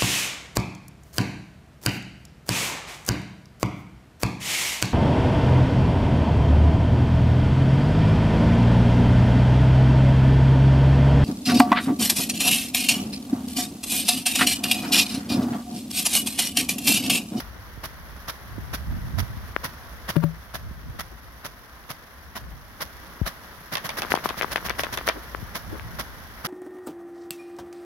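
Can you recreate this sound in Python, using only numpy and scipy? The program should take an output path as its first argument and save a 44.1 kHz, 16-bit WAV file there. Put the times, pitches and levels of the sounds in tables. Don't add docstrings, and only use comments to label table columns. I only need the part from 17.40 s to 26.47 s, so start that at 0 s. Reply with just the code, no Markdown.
import sys
import numpy as np
from scipy import signal
from scipy.fft import rfft, irfft
from scipy.io import wavfile

SR = 44100
rng = np.random.default_rng(int(sys.argv[2]) if len(sys.argv) > 2 else 0)


def persist_wave(psi):
    counts = np.round(np.clip(psi, -1, 1) * 32767).astype(np.int16)
    wavfile.write(sys.argv[1], SR, np.atleast_2d(counts).T)


N = 399987
TIME = np.arange(N) / SR

# time in seconds, relative level in dB.
BREEZE_LEVELS = [(0.0, -39.5), (0.92, -40.5), (1.54, -31.5), (2.31, -40.1), (3.07, -43.5), (3.23, -35.7),
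                 (4.61, -53.5), (5.07, -40.5), (6.3, -50.5), (7.38, -40.5), (8.15, -42.5), (8.3, -38),
                 (9.07, -45.5)]
# start of the hold in seconds, hold in seconds, level in dB, left over right in dB.
GUST_EVENTS = [(1.14, 0.85, -36.5, 2), (1.499, 0.055, -30.5, -12), (1.762, 0.03, -31.5, -15),
               (3.24, 0.26, -39, -2), (5.066, 0.089, -43, -8), (7.947, 0.78, -42, -3)]
# frequency in Hz, gain in dB.
RUMBLE_SPECTRUM = [(20, -43), (32, -15.5), (45, 2.5), (60, 9), (85, -3), (130, -10), (250, -19), (600, -70)]
EDDY_SPECTRUM = [(18, -51), (32, -3.5), (55, 4), (100, 4), (170, -5), (280, -14.5), (500, -35), (1200, -60)]
# start in seconds, level in dB, final pitch in Hz, left over right in dB.
LOW_THUMPS = [(0.376, -37, 49, -22), (1.181, -31.5, 93, -18.5), (3.311, -39.5, 63.6, -26),
              (5.8152, -16, 50.3, 14), (8.027, -33.5, 57, 22)]
# centre in seconds, level in dB, half length in seconds.
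GRIP_SHIFTS = [(0.167, -46, 0.01), (1.191, -42, 0.0074), (3.548, -43, 0.01), (3.723, -44, .01),
               (7.765, -34.5, 0.017), (8.344, -38, .04)]
# first slip in seconds, release in seconds, relative level in dB.
FINGER_DRAGS = [(2.757, 2.766, -4), (2.821, 2.839, -6)]
# frequency in Hz, gain in dB.
RUB_SPECTRUM = [(100, -13), (300, 9), (700, -5.5), (1500, -6), (5000, -45)]
SCRAPE_SPECTRUM = [(2500, 10.5), (5000, 2), (8500, -13), (10500, 4), (13000, -8), (14600, -3), (15150, 15),
                   (15900, -8)]
# frequency in Hz, level in dB, 60 dB decay in seconds.
CASE_MODES = [(161.2, -2.5, 0.23), (309, -2.5, 0.028), (573, -17.5, 0.11), (860, -28, 0.022),
              (1050, -35, 0.015)]
ARM_MODES = [(640, -3.5, 0.038), (810, -1, 0.021), (1054, -1, 0.027), (1600, -10, .008), (2550, -5, 0.033),
             (3580, 3.5, 0.0067), (4700, -4, 0.0041)]
# start in seconds, level in dB, pitch in Hz.
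LARGE_DROPS = [(2.1640, -2.5, 1480), (6.7199, 0.5, 1650), (6.7400, -2.5, 750), (6.7746, -11, 990),
               (6.858, -4.5, 980), (7.0122, -3, 1860), (7.0300, -8.5, 1310), (7.045, -8, 1040),
               (7.1592, -2, 1670), (7.3036, -7, 1550), (7.3951, -5.5, 1780), (7.678, -3.5, 1510),
               (7.698, -6.5, 1500), (7.9484, -10, 1250), (8.3967, -17.5, 1890)]
# frequency in Hz, left gain in dB, right gain in dB.
PORT_RESPONSE = [(290, -4, -5.5), (670, -7, -1.5), (840, -7, -4.5), (1020, -4, -0.5), (1540, 0, -9),
                 (1920, 0, -6.5), (2530, -9, -10.5), (3410, -9, -5), (3900, -16, -6), (5880, -16, -5),
                 (7640, -28.5, -21.5), (8300, -30, -22.5), (10500, -19.5, -8), (14300, -38, -12.5),
                 (16000, -36, -17.5)]
# frequency in Hz, correlation coefficient.
PORT_COHERENCE = [(60, 0.57), (200, 0.95), (650, 0.92), (1400, 0.39), (2800, 0.026)]
# start in seconds, relative level in dB.
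LATCH_TRIPS = [(6.354, -9.5), (7.688, -4.5)]
# time in seconds, relative level in dB.
JET_LEVELS = [(0.0, -49), (2.5, -47), (3.13, -51), (5.25, -51), (5.61, -47.5), (6.34, -48), (6.52, -42.5),
              (6.8, -43), (8.01, -45.5), (9.07, -47)]
# start in seconds, relative level in dB.
SPOON_DIPS = [(-.016, -19), (0.437, -20), (.882, -17.5), (1.334, -18), (1.785, -16), (2.239, -17),
              (2.686, -14.5), (3.141, -20), (3.593, -21), (4.046, -21.5), (4.496, -21), (4.956, -21.5),
              (5.408, -17), (5.861, -15.5), (6.322, -17), (6.444, -20), (6.572, -18), (6.704, -17.5),
              (6.842, -19.5), (6.974, -21), (7.112, -19.5), (7.248, -19), (7.387, -17), (7.526, -18.5),
              (7.666, -17), (8.15, -17), (8.591, -18), (9.047, -16.5)]
# frequency in Hz, gain in dB.
CLACK_SPECTRUM = [(60, -25), (400, -8.5), (900, 0), (3500, 5.5), (6000, 3.5), (11000, 1), (16000, -4)]
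JET_SPECTRUM = [(30, 11.5), (60, 2.5), (100, 4.5), (200, 4), (400, -1), (800, 0.5), (1600, 1), (2600, -4),
                (4200, -7), (7000, -7), (11000, -5.5), (16000, -0.5)]
SPLASH_SPECTRUM = [(40, -17.5), (130, 8.5), (430, -3.5), (620, 3), (850, 0.5), (1080, 3.5), (1500, 2),
                   (3000, 1), (6000, -0.5), (11000, 1), (16000, 4)]

RETURN_FROM_S, RETURN_TO_S = 6.3, 7.6
SHOWER_FROM_S, SHOWER_TO_S = 6.55, 7.7
DIP_S, RETURN_DIP_S = 0.022, 0.026
CLACK_LAG_S, CLACK_DB = 0.048, -12.5
BOUNCE_S, BOUNCE_DB = 0.011, -7.5
GUST_RISE_S, GUST_FALL_S = 0.054, 0.086


def amp(db):
    return 10 ** (np.asarray(db) / 20)


def unit(x):
    return x / np.sqrt(np.mean(x ** 2) + 1e-20)


def spectrum_at(points, hz, column=1):
    table = np.array(points, float)
    return np.interp(np.log(hz + 1), np.log(table[:, 0] + 1), table[:, column])


def level_curve(rows):
    table = np.array(rows, float)
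    return np.interp(TIME, table[:, 0], table[:, 1])


def add(mix, s, sound):
    part = mix[..., max(round(s * SR), 0):][..., :sound.shape[-1]]
    part += sound[..., :part.shape[-1]]


def sides(balance_db):
    return amp(np.vstack([balance_db / 2, -balance_db / 2]))


def colour(x, points, column=1, size=4096):
    log_gain = np.log(amp(spectrum_at(points, abs(np.fft.fftfreq(size, 1 / SR)), column)))
    taps = np.fft.ifft(np.exp(np.conj(signal.hilbert(log_gain)))).real
    return signal.oaconvolve(np.atleast_2d(x), taps[None], axes=1)[:, :N]


def split(x, edge_hz):
    hz = np.fft.rfftfreq(N, 1 / SR)
    low = irfft(rfft(x) / (1 + (hz / edge_hz) ** 4), N)
    return low, x - low


def wander(rate_hz):
    slow, _ = split(rng.standard_normal(N), rate_hz)
    return unit(slow)


def port_noise():
    shared, separate = rfft(rng.standard_normal((2, N)))
    likeness = spectrum_at(PORT_COHERENCE, np.fft.rfftfreq(N, 1 / SR))
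    return irfft(np.array([shared, likeness * shared + np.sqrt(1 - likeness ** 2) * separate]), N)


def returning(s):
    return RETURN_FROM_S < s < RETURN_TO_S


def wind(rumble_db=-3.5, calm_db=-12, lumps_db=3, puffs_db=3.6):
    breeze_db = level_curve(BREEZE_LEVELS)
    rumble = unit(colour(port_noise(), RUMBLE_SPECTRUM)) * amp(breeze_db + rumble_db)
    power = amp(breeze_db + calm_db) ** 2
    for s, hold, db, balance_db in GUST_EVENTS:
        before, after = np.maximum(s - TIME, 0), np.maximum(TIME - s - hold, 0)
        swell = np.exp(-before / GUST_RISE_S - after / GUST_FALL_S)
        power = power + (amp(db) * swell * sides(balance_db)) ** 2
    eddies = rng.standard_normal((2, N))
    eddies *= amp(puffs_db * wander(11.3) + lumps_db * np.array([wander(29), wander(25)]))
    return rumble + unit(colour(eddies, EDDY_SPECTRUM)) * np.sqrt(power)


def thumps(t60=0.11, sag=3.63, sag_s=0.00425):
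    t, out = np.arange(SR // 5) / SR, np.zeros((2, N))
    for s, db, hz, balance_db in LOW_THUMPS:
        turns = np.cumsum(hz * (1 + sag * np.exp(-t / sag_s))) / SR
        add(out, s, sides(balance_db) * amp(db - 60 * t / t60) * np.sin(2 * np.pi * turns))
    return out


def rubs(balance_db=6, catch_db=3):
    pressure = sum(amp(db) * np.exp(-((TIME - s) / length) ** 2) for s, db, length in GRIP_SHIFTS)
    friction = rng.standard_normal((2, N)) * amp(catch_db * wander(110))
    return unit(colour(friction, RUB_SPECTRUM)) * pressure * sides(balance_db)


def tap(hz, crest=0.33, push_db=-11, push_ratio=0.42, push_crest=0.28,
        tick_db=-26, tick_turns=0.04, recoil_hz=230):
    def pulse(cycles, top):
        return cycles / top * np.exp(1 - cycles / top)

    turns = hz * np.arange(SR // 40) / SR
    push_turns = turns * push_ratio
    wave = pulse(turns, crest) * np.sin(2 * np.pi * turns)
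    push = amp(push_db) * pulse(push_turns, push_crest) * np.sin(2 * np.pi * push_turns)
    tick = amp(tick_db) * pulse(turns, tick_turns)
    impact = signal.lfilter(*signal.butter(2, recoil_hz, "highpass", fs=SR), wave + push + tick)
    return impact / abs(impact).max()


def creaks(slip_hz=232, slip_db=-4, growth_db=4.5, held_t60=0.026,
           snap_db=-5, snap_hz=900, scrape_db=-23, balance_db=17):
    t, out, scrape = np.arange(SR // 3) / SR, np.zeros(N), np.zeros(N)
    ring = -sum(amp(db - 60 * t / t60) * np.sin(2 * np.pi * hz * t) for hz, db, t60 in CASE_MODES)
    damping = amp(-60 * t / held_t60)
    slip = ring * damping
    add(slip, 0, -amp(snap_db) * tap(snap_hz))
    for start, release, db in FINGER_DRAGS:
        for s in np.arange(start, release, 1 / slip_hz):
            force = amp(db + slip_db - growth_db * (release - s) * slip_hz)
            add(out, s, force * slip)
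            add(scrape, s, force * damping)
        add(out, release, amp(db) * ring)
    out += amp(scrape_db) * colour(scrape * rng.standard_normal(N), SCRAPE_SPECTRUM)[0]
    return np.array([out, amp(-balance_db) * out])


def drops(right_db=-12, right_crest=0.3, flung_db=-20, flung_count=3, flight_s=0.061, scatter_s=0.016,
          shower_db=-30, shower_per_s=60, stray_per_s=1.5, stray_db=-39, pitch_hz=1450, spread_db=3):
    out = np.zeros((2, N))
    for s, db, hz in LARGE_DROPS:
        right = amp(right_db) * tap(hz, crest=right_crest, tick_db=-40)
        add(out, s, amp(db) * np.array([tap(hz), right]))
    strokes = [s for s, _ in SPOON_DIPS if SHOWER_FROM_S < s < SHOWER_TO_S and returning(s)]
    flung = np.repeat(strokes, flung_count) + flight_s
    flung += scatter_s * rng.standard_normal(len(flung))
    showering = (TIME > SHOWER_FROM_S) & (TIME < SHOWER_TO_S)
    shower = TIME[(rng.random(N) < shower_per_s / SR) & showering]
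    strays = TIME[rng.random(N) < stray_per_s / SR]
    for times, db in [(flung, flung_db), (shower, shower_db), (strays, stray_db)]:
        for s, (size, pitch, side) in zip(times, rng.uniform(-1.1, 1, (len(times), 3))):
            add(out, s, amp(db + spread_db * size) * sides(7 + 4 * side) * tap(pitch_hz * 1.4 ** pitch))
    return out


def clacks(click_db=3, click_t60=0.0041, ring_db=-5, crack_db=-3, crack_t60=0.024,
           clatter_db=-10, clatter_t60=0.16, clatter_hz=3000):
    t, out = np.arange(SR // 4) / SR, np.zeros((2, N))
    dull = signal.butter(2, clatter_hz, fs=SR, output="sos")
    stops = [(s + CLACK_LAG_S, CLACK_DB) for s, _ in SPOON_DIPS if returning(s)]
    bounces = [(s + BOUNCE_S, db + BOUNCE_DB) for s, db in stops]
    for s, db in stops + bounces + LATCH_TRIPS:
        detunes = rng.uniform(0.92, 1.08, len(ARM_MODES))
        ring = sum(amp(mode_db - 60 * t / t60) * np.sin(2 * np.pi * hz * detune * t)
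                   for (hz, mode_db, t60), detune in zip(ARM_MODES, detunes))
        crack = rng.standard_normal((2, len(t))) * amp(-60 * t / crack_t60)
        body = signal.fftconvolve(crack, ring[None] / np.linalg.norm(ring), axes=1)[:, :len(t)]
        clatter = signal.sosfilt(dull, rng.standard_normal((2, len(t))))
        clatter *= amp(clatter_db - 60 * t / clatter_t60)
        click = rng.standard_normal((2, len(t))) * amp(click_db - 60 * t / click_t60)
        add(out, s, amp(db) * (click + amp(crack_db) * crack + amp(ring_db) * body + clatter))
    return colour(out, CLACK_SPECTRUM)


def jet(rush_db=15.5, fizz_db=0.1, churn_db=0.55, flutter_db=0.7, grain_db=2.4, fizz_hz=3500):
    rush, fizz = split(port_noise(), fizz_hz)
    fizz *= amp(fizz_db + flutter_db * wander(45) + grain_db * wander(1200))
    strength = amp(level_curve(JET_LEVELS) + rush_db + churn_db * wander(40))
    return colour((rush + fizz) * strength, JET_SPECTRUM)


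def splash_envelope(lag_s, rise_s=0.0028, fall_s=0.0037, gap_depth=0.4, gap_at=0.408,
                    mist_db=-15, mist_t60=0.26):
    power = np.zeros(N)
    elapsed = np.arange(SR // 3) / SR
    for s, db in SPOON_DIPS:
        length = RETURN_DIP_S if returning(s) else DIP_S
        start = max(s - 0.02, 0)
        t = start + elapsed - s - lag_s
        in_jet = (1 + np.tanh(t / rise_s / 2)) * (1 - np.tanh((t - length) / fall_s / 2)) / 4
        gap = 1 - gap_depth * np.exp(-((t - gap_at * length) / 0.0013) ** 2)
        mist = (t > length) * amp(mist_db - 60 * np.maximum(t - length, 0) / mist_t60)
        add(power, start, amp(db) ** 2 * ((in_jet * gap) ** 2 + mist ** 2))
    return np.sqrt(power)


def splashes(lumps_db=2.5, grain_db=1, slap_lag_s=-0.0016, fizz_lag_s=0.0013, fizz_hz=2500):
    slap, fizz = split(port_noise(), fizz_hz)
    slap *= splash_envelope(slap_lag_s)
    fizz *= splash_envelope(fizz_lag_s) * amp(grain_db * wander(2000))
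    return colour((slap + fizz) * amp(lumps_db * wander(380)), SPLASH_SPECTRUM)


def scene(stiff_hz=110):
    left, right = jet() + splashes() + clacks()
    left = np.roll(left, 4)
    airborne = np.vstack([colour(left, PORT_RESPONSE, column=1), colour(right, PORT_RESPONSE, column=2)])
    stiff_case = signal.butter(2, stiff_hz, "highpass", fs=SR, output="sos")
    touches = signal.sosfilt(stiff_case, drops() + creaks() + rubs())
    return airborne + touches + wind() + thumps()


def record(dry, low_cut_hz=31, high_cut_hz=16000):
    cut = signal.sosfilt(signal.butter(3, low_cut_hz, "highpass", fs=SR, output="sos"), dry)
    taps = signal.firwin(401, high_cut_hz, window=("kaiser", 9), fs=SR)
    return signal.oaconvolve(np.clip(cut, -1, 1), taps[None], "same", axes=1)


dry = scene()
out = record(dry)
persist_wave(out)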